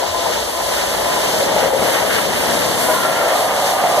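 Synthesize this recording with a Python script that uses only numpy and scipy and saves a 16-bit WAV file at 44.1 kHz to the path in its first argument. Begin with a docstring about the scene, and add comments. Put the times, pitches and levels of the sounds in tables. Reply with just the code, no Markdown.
"""Two steam engines at the lineside

Coupled engines and their first coach rush past, a few metres from a hand-held stereo recorder.
Chimney beats and a faint hum come ahead of the train; then wheels roar on the rails, running gear
clanks and steam hisses in surges. Heavy frames rumble by, mostly on the left microphone, and the
highest rings of the coach wheels fall in pitch as they pass."""
import sys
import numpy as np
from scipy.fft import rfft, irfft
from scipy.io import wavfile

SR = 44100
rng = np.random.default_rng(int(sys.argv[2]) if len(sys.argv) > 2 else 0)


def to_wav(s):
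    """Save 16-bit WAV."""
    ch = np.atleast_2d(s).T  # columns
    pcm = np.round(np.clip(ch, -1, 1) * 32767)  # PCM
    wavfile.write(sys.argv[1], SR, pcm.astype(np.int16))


N = 176400
TIME = np.arange(N) / SR
BIN_HZ = np.maximum(np.arange(N // 2 + 1) * SR / N, 1)

# Levels are relative, spectra give level per hertz, and pan is left minus right.
# wheels on the rails, from the lineside: (time [s], level [dB], pan [dB])
ROAR_PASS = [(0, -23, 8), (.12, -27, 4), (.3, -20.5, 3), (.53, -27, 2), (.75, -23, 2), (.97, -22.5, 1),
             (1.1, -21, 0.5), (1.42, -19.5, 3), (1.65, -18, 5), (1.85, -19, 6), (2.1, -21, 7.5),
             (2.4, -20.5, 3), (2.8, -21, 5.5), (3.0, -21.5, 5), (3.25, -18.5, 3.5), (3.5, -19, -0.5),
             (3.75, -20.5, -2.3), (3.87, -20, -4), (4, -20, -3)]
# centre of the roar: (time [s], frequency [Hz])
ROAR_CENTRE = [(0, 642.2), (1.3, 629), (1.75, 610), (2.4, 640.8), (3.0, 675.6), (4, 689)]
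# the roar while centred on ROAR_REFERENCE_HZ: (frequency [Hz], level [dB])
ROAR_SPECTRUM = [(200, -22), (330, -15), (400, -9), (470, -3.5), (540, -0.5), (625, 0), (740, -5.5),
                 (880, -5), (1000, -8.5), (1120, -16.5), (1600, -25), (3000, -54)]
ROAR_REFERENCE_HZ = 640.7
# the coach is heard more directly than the engines: (time [s], left-right likeness [0-1])
ROAR_DIRECTNESS = [(0, 0.18), (2.4, 0.4), (3.2, 0.61), (4, 0.71)]

# rattle of rods and bogies: (time [s], level [dB]) and (frequency [Hz], level [dB])
RATTLE_PASS = [(0, -33), (.14, -33.5), (.28, -30.5), (.56, -33), (.75, -27.5), (1.0, -28.5), (1.5, -29),
               (1.64, -24), (1.72, -31), (1.95, -23), (2.06, -29), (2.16, -21), (2.26, -29.5),
               (2.42, -25.5), (2.76, -27.5), (3.22, -26), (3.4, -28.5), (3.65, -28), (4, -28.5)]
RATTLE_SPECTRUM = [(600, -39), (1100, -2), (1400, -2.5), (1800, 1), (2300, -3.5), (3200, -5.5), (6000, -38)]
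# wheels strike the rails: (time [s], clank level [dB], clank decay [s], ring pitch [Hz], ring level [dB])
WHEEL_STRIKES = [(1.334, -19, 0.0091, 630, -19.5), (1.403, -19, 0.023, 550, -20.5),
                 (1.561, -14, 0.017, 840, -23), (1.624, -15, 0.032, 545, -16.5),
                 (1.694, -20, 0.0062, 545, -18), (1.728, -24, .02, 538, -15.5),
                 (1.818, -15.5, .019, 700, -23), (2.021, -22.5, 0.024, 650, -18),
                 (2.879, -16.5, 0.038, 630, -15.5), (3.049, -20.5, .021, 632, -18.5),
                 (3.231, -19, 0.023, 650, -22), (3.838, -15, .016, 660, -19.5),
                 (3.936, -15, .012, 700, -23), (3.972, -19, 0.019, 605, -19)]
# tone and position of the clanks: (frequency [Hz], level [dB]) and (time [s], pan [dB])
CLANK_SPECTRUM = [(120, -17.5), (350, -9.5), (600, 3), (850, -1), (1400, -23), (2200, -13), (6000, -47),
                  (14000, -37)]
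STRIKE_PAN = [(1.3, 1), (2, 6), (3.2, 4.5), (3.8, -2)]
# coach wheel resonances: (width [Hz], rows of (time [s], frequency [Hz], level [dB]))
COACH_RESONANCES = [ (25, [(2.7, 1490, -54), (2.91, 1440, -32.5), (3.05, 1378, -25.5), (3.14, 1390, -36),
                    (3.24, 1375, -25), (3.35, 1330, -58)]), (14.1, [(3.2, 1240, -58), (3.36, 1217, -30),
                    (3.5, 1215, -39), (3.86, 1200, -30.5)]), (35, [(2.6, 880, -47), (2.95, 1011, -23.5),
                    (3.4, 1080, -55)]), (86, [(3, 680, -46), (3.25, 690.5, -27), (3.48, 745, -23.5),
                    (3.72, 730.3, -22.5), (3.87, 738.6, -19.5)])]

# escaping steam: (time [s], hiss level [dB], sizzle level [dB])
STEAM_SURGES = [(0, -29, -37), (.16, -29.5, -35), (.35, -27, -33), (.53, -30.5, -33), (.77, -25.5, -31.5),
                (.99, -28.5, -32), (1.22, -25.5, -30.5), (1.42, -26, -31), (1.48, -27.5, -34),
                (1.6, -27, -31.5), (1.71, -32, -34.5), (1.91, -25, -28), (2.05, -29, -32),
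                (2.16, -25.5, -28), (2.28, -28.5, -34), (2.38, -26.5, -30.5), (2.62, -26, -29),
                (2.75, -27, -29.5), (2.84, -26.5, -26), (3.03, -29, -30.5), (3.1, -30, -32),
                (3.3, -29, -32.5), (3.4, -27, -28.5), (3.51, -31, -34), (3.68, -24.5, -29),
                (3.78, -30.5, -33.5), (4, -28.5, -32.5)]
# its hiss and the sizzle on top: (frequency [Hz], level [dB])
HISS_SPECTRUM = [(1000, 2), (2000, -9.5), (3200, 0), (4500, -1), (6200, -3), (8000, -6), (11000, -51),
                 (16000, -47)]
SIZZLE_SPECTRUM = [(4000, -67), (7000, -2.5), (9000, 0.5), (11800, 2.5), (13000, -2), (14200, -7.5),
                   (16000, -2)]
# chimney beats up the line: (level [dB]) of each in turn, and (frequency [Hz], level [dB])
BEAT_LEVELS = [-16, -22, -17, -20, -21, -16, -19, -16.5, -18, -19.5, -18.5]
BEAT_SPECTRUM = [(200, -20), (480, -6), (680, 1.5), (860, 5), (980, 1), (1200, -21), (3000, -34)]

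# frames and tenders: (time [s], level [dB], pan [dB]) and (frequency [Hz], level [dB])
FRAME_PASS = [(0, -37, 2), (.12, -41.5, -6), (.3, -34.5, 7), (.52, -39.5, -3), (.9, -33.5, -3),
              (1.2, -34, 0), (1.4, -30.5, 4), (1.63, -30, 6), (1.71, -38, 10), (1.8, -27, 4),
              (2.05, -32.5, 5.5), (2.3, -28, 5), (2.6, -30, 9), (2.95, -29.5, 7), (3.3, -35.5, 7.5),
              (3.7, -34, 3), (4, -32.5, 0)]
FRAME_SPECTRUM = [(45, -32), (90, -9), (130, -5), (175, 0), (225, -1), (290, 0), (400, -0.5), (900, -40)]
# ground rumble underfoot: (time [s], level [dB]) and (frequency [Hz], level [dB])
GROUND_PASS = [(0, -47), (.11, -38), (.22, -42), (.45, -39.5), (.56, -45), (.66, -40), (.83, -41),
               (.95, -38.5), (1.33, -45), (1.5, -38.5), (2.0, -43.5), (2.35, -36.5), (2.65, -51),
               (2.85, -40), (3.0, -53), (3.23, -47), (3.7, -53), (4, -54)]
GROUND_SPECTRUM = [(20, -38), (33, -20), (45, -20), (57, -5), (68, -7.5), (95, -9), (160, -29), (500, -60)]
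# hum ahead of the train: (frequency [Hz], level [dB])
HUM_TONES = [(345, -47), (612, -40.5), (683, -37), (1017, -38.5)]
# the recorder's stereo widening: (frequency [Hz], share into left [0-1], share into right [0-1])
MIC_CROSSFEED = [(690, 0.011, 0.013), (1170, 0.33, 0.8), (2110, 0.18, 0.21), (2300, 1, 1), (2670, 1, 1),
                 (2880, 0.22, 0.33), (3640, 0.49, 0.56), (5240, 0.2, 0.66), (6350, 0.15, 0.36),
                 (9000, 0.41, 0.28), (11400, 0.25, .08), (14000, 0.32, .3)]


def rolling_roar():
    """Rough wheels drive the rail resonances; the pitch sinks past the first engine, then lifts."""
    db, pan_db = in_time(ROAR_PASS)
    centre_hz, = in_time(ROAR_CENTRE)
    likeness, = in_time(ROAR_DIRECTNESS)
    position = np.cumsum(centre_hz / ROAR_REFERENCE_HZ)  # noise read faster sounds higher
    roar = [np.interp(position, np.arange(N), side, period=N) for side in noise(ROAR_SPECTRUM)]
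    return place(roar, pan_db, likeness) * from_db(db + 0.44 * drift(rate_hz=53))


def running_gear():
    """Rods and bogies rattle close by, with single clanks after which a wheel rings on."""
    db, = in_time(RATTLE_PASS)
    rattle = noise(RATTLE_SPECTRUM) * from_db(db + 2.5 + 1.5 * drift(rate_hz=33))
    blows, rings = 0, 0
    for start, clank_db, decay_s, ring_hz, ring_db in WHEEL_STRIKES:
        blows += from_db(clank_db) * burst(start, attack_s=0.0018, decay_s=decay_s)
        tone = np.sqrt(2) * np.sin(2 * np.pi * (ring_hz * TIME + rng.random()))
        rings += from_db(ring_db) * burst(start, attack_s=0.0073, decay_s=0.043) * tone
    clanks = noise(CLANK_SPECTRUM)[0] * blows
    pan_db, = in_time(STRIKE_PAN)
    return rattle + (clanks + rings) * pan_gains(pan_db)


def steam():
    """Steam jets fill both microphones with hiss and a bright sizzle, each with its own flutter."""
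    hiss_db, sizzle_db = in_time(STEAM_SURGES)
    hiss = place(noise(HISS_SPECTRUM), pan_db=2, likeness=0)
    hiss *= from_db(hiss_db + 3 + 0.7 * drift(rate_hz=17))
    sizzle = place(noise(SIZZLE_SPECTRUM), pan_db=-3.5, likeness=0)
    sizzle *= from_db(sizzle_db + 4 + 0.7 * drift(rate_hz=23))
    return hiss + sizzle


def coach_wheels():
    """Wheel resonances glide past the microphones: narrow rings over a broader, swelling howl."""
    rings = 0
    for width_hz, curve in COACH_RESONANCES:
        hz, db = in_time(curve)
        rings += resonance(hz, width_hz) * from_db(db)
    return place(rings, pan_db=2, likeness=0.94)


def exhaust(first_s=0.0244, period_s=0.1146):
    """The approaching chimney puffs in even time, stronger and weaker, a little to the left."""
    beats = 0
    for k, db in enumerate(BEAT_LEVELS):
        beats += from_db(db) * burst(first_s + k * period_s, attack_s=0.0074, decay_s=0.0097)
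    return place(noise(BEAT_SPECTRUM), pan_db=5, likeness=0.29) * beats


def rumble():
    """The ground beside the track shakes under the weight; frames and tenders drone as they go by."""
    ground_db, = in_time(GROUND_PASS)
    frame_db, frame_pan_db = in_time(FRAME_PASS)
    ground = place(noise(GROUND_SPECTRUM), pan_db=1.5, likeness=0.76) * from_db(ground_db - 2)
    frames = place(noise(FRAME_SPECTRUM), frame_pan_db, likeness=0.36) * from_db(frame_db)
    return ground + frames


def hum(waver_hz=5.5, swell_db=3, first_swell_s=0.16, swell_period_s=0.47, end_s=1.4, fade_s=0.13):
    """Faint tones far to the left waver, swell and fade as the engine draws level."""
    tones = 0
    for hz, db in HUM_TONES:
        phase = 2 * np.pi * np.cumsum(hz + waver_hz * drift(rate_hz=24)) / SR
        tones += np.sqrt(2) * np.sin(phase) * from_db(db + 2.5 * drift(rate_hz=14))
    swell = from_db(swell_db * np.cos(2 * np.pi * (TIME - first_swell_s) / swell_period_s))
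    fade = np.clip((end_s - TIME) / fade_s, 0, 1)
    return tones * swell * fade * pan_gains(pan_db=13.5)


def from_db(db):
    """Decibels to gain."""
    return 10 ** (np.asarray(db) / 20)


def unit_rms(x):
    """Scale to an rms of one."""
    return x / np.sqrt(np.mean(np.abs(x) ** 2) + 1e-20)


def in_time(rows):
    """Each column of a curve, at every sample."""
    times, *columns = np.transpose(rows)
    return [np.interp(TIME, times, column) for column in columns]


def in_frequency(rows):
    """Each column of a spectrum, at every bin."""
    hz, *columns = np.transpose(rows)
    return [np.interp(np.log(BIN_HZ), np.log(hz), column) for column in columns]


def drift(rate_hz):
    """Random wander of spread 1, mostly slower than rate_hz."""
    return unit_rms(irfft(rfft(rng.standard_normal(N)) / (1 + (BIN_HZ / rate_hz) ** 2), N))


def noise(spectrum):
    """Two unrelated noises of one spectrum, dying away beyond its ends."""
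    db, = in_frequency(spectrum)
    low_hz, high_hz = spectrum[0][0], spectrum[-1][0]
    skirts = 1 / (1 + (BIN_HZ / high_hz / 2) ** 2) / (1 + (low_hz / BIN_HZ / 2) ** 2)
    white = rfft(rng.standard_normal((2, N)))
    return unit_rms(irfft(white * from_db(db) * skirts, N))


def resonance(hz, width_hz):
    """A narrow resonance kept going by random excitation, as two unrelated signals."""
    phase = 2 * np.pi * np.cumsum(hz) / SR
    return np.array([drift(width_hz) * np.cos(phase) + drift(width_hz) * np.sin(phase)
                     for _ in range(2)])


def burst(start, attack_s, decay_s):
    """A straight rise and an exponential fall."""
    age = TIME - start
    return np.clip(age / attack_s, 0, 1) * np.exp(-np.maximum(age - attack_s, 0) / decay_s)


def pan_gains(pan_db):
    """Gains at the left and right microphones."""
    return from_db(np.vstack([pan_db / 2, -pan_db / 2]))


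def place(pair, pan_db, likeness):
    """Blend two unrelated signals into left and right, correlated by likeness."""
    mid = np.sqrt((1 + likeness) / 2) * pair[0]
    side = np.sqrt((1 - likeness) / 2) * pair[1]
    return np.array([mid + side, mid - side]) * pan_gains(pan_db)


def scene():
    """The whole train as it reaches the two microphones."""
    return rolling_roar() + rumble() + running_gear() + steam() + exhaust() + hum() + coach_wheels()


def record(dry):
    """The recorder subtracts each microphone, delayed, from the other, rounds peaks and cuts the top."""
    delay_s, cutoff_hz = 0.000392, 14250
    mics = rfft(dry)
    shares = np.array(in_frequency(MIC_CROSSFEED))
    opposite = mics[::-1] * np.exp(-2j * np.pi * BIN_HZ * delay_s)
    wide = irfft((mics - shares * opposite) / np.sqrt(1 + shares ** 2), N)
    rounded = wide / (1 + wide ** 6) ** (1 / 6)
    top_cut = np.clip((cutoff_hz - BIN_HZ) / 120 + 0.5, 0, 1)
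    return irfft(rfft(rounded) * top_cut, N)


dry = scene()
out = record(dry)
to_wav(out)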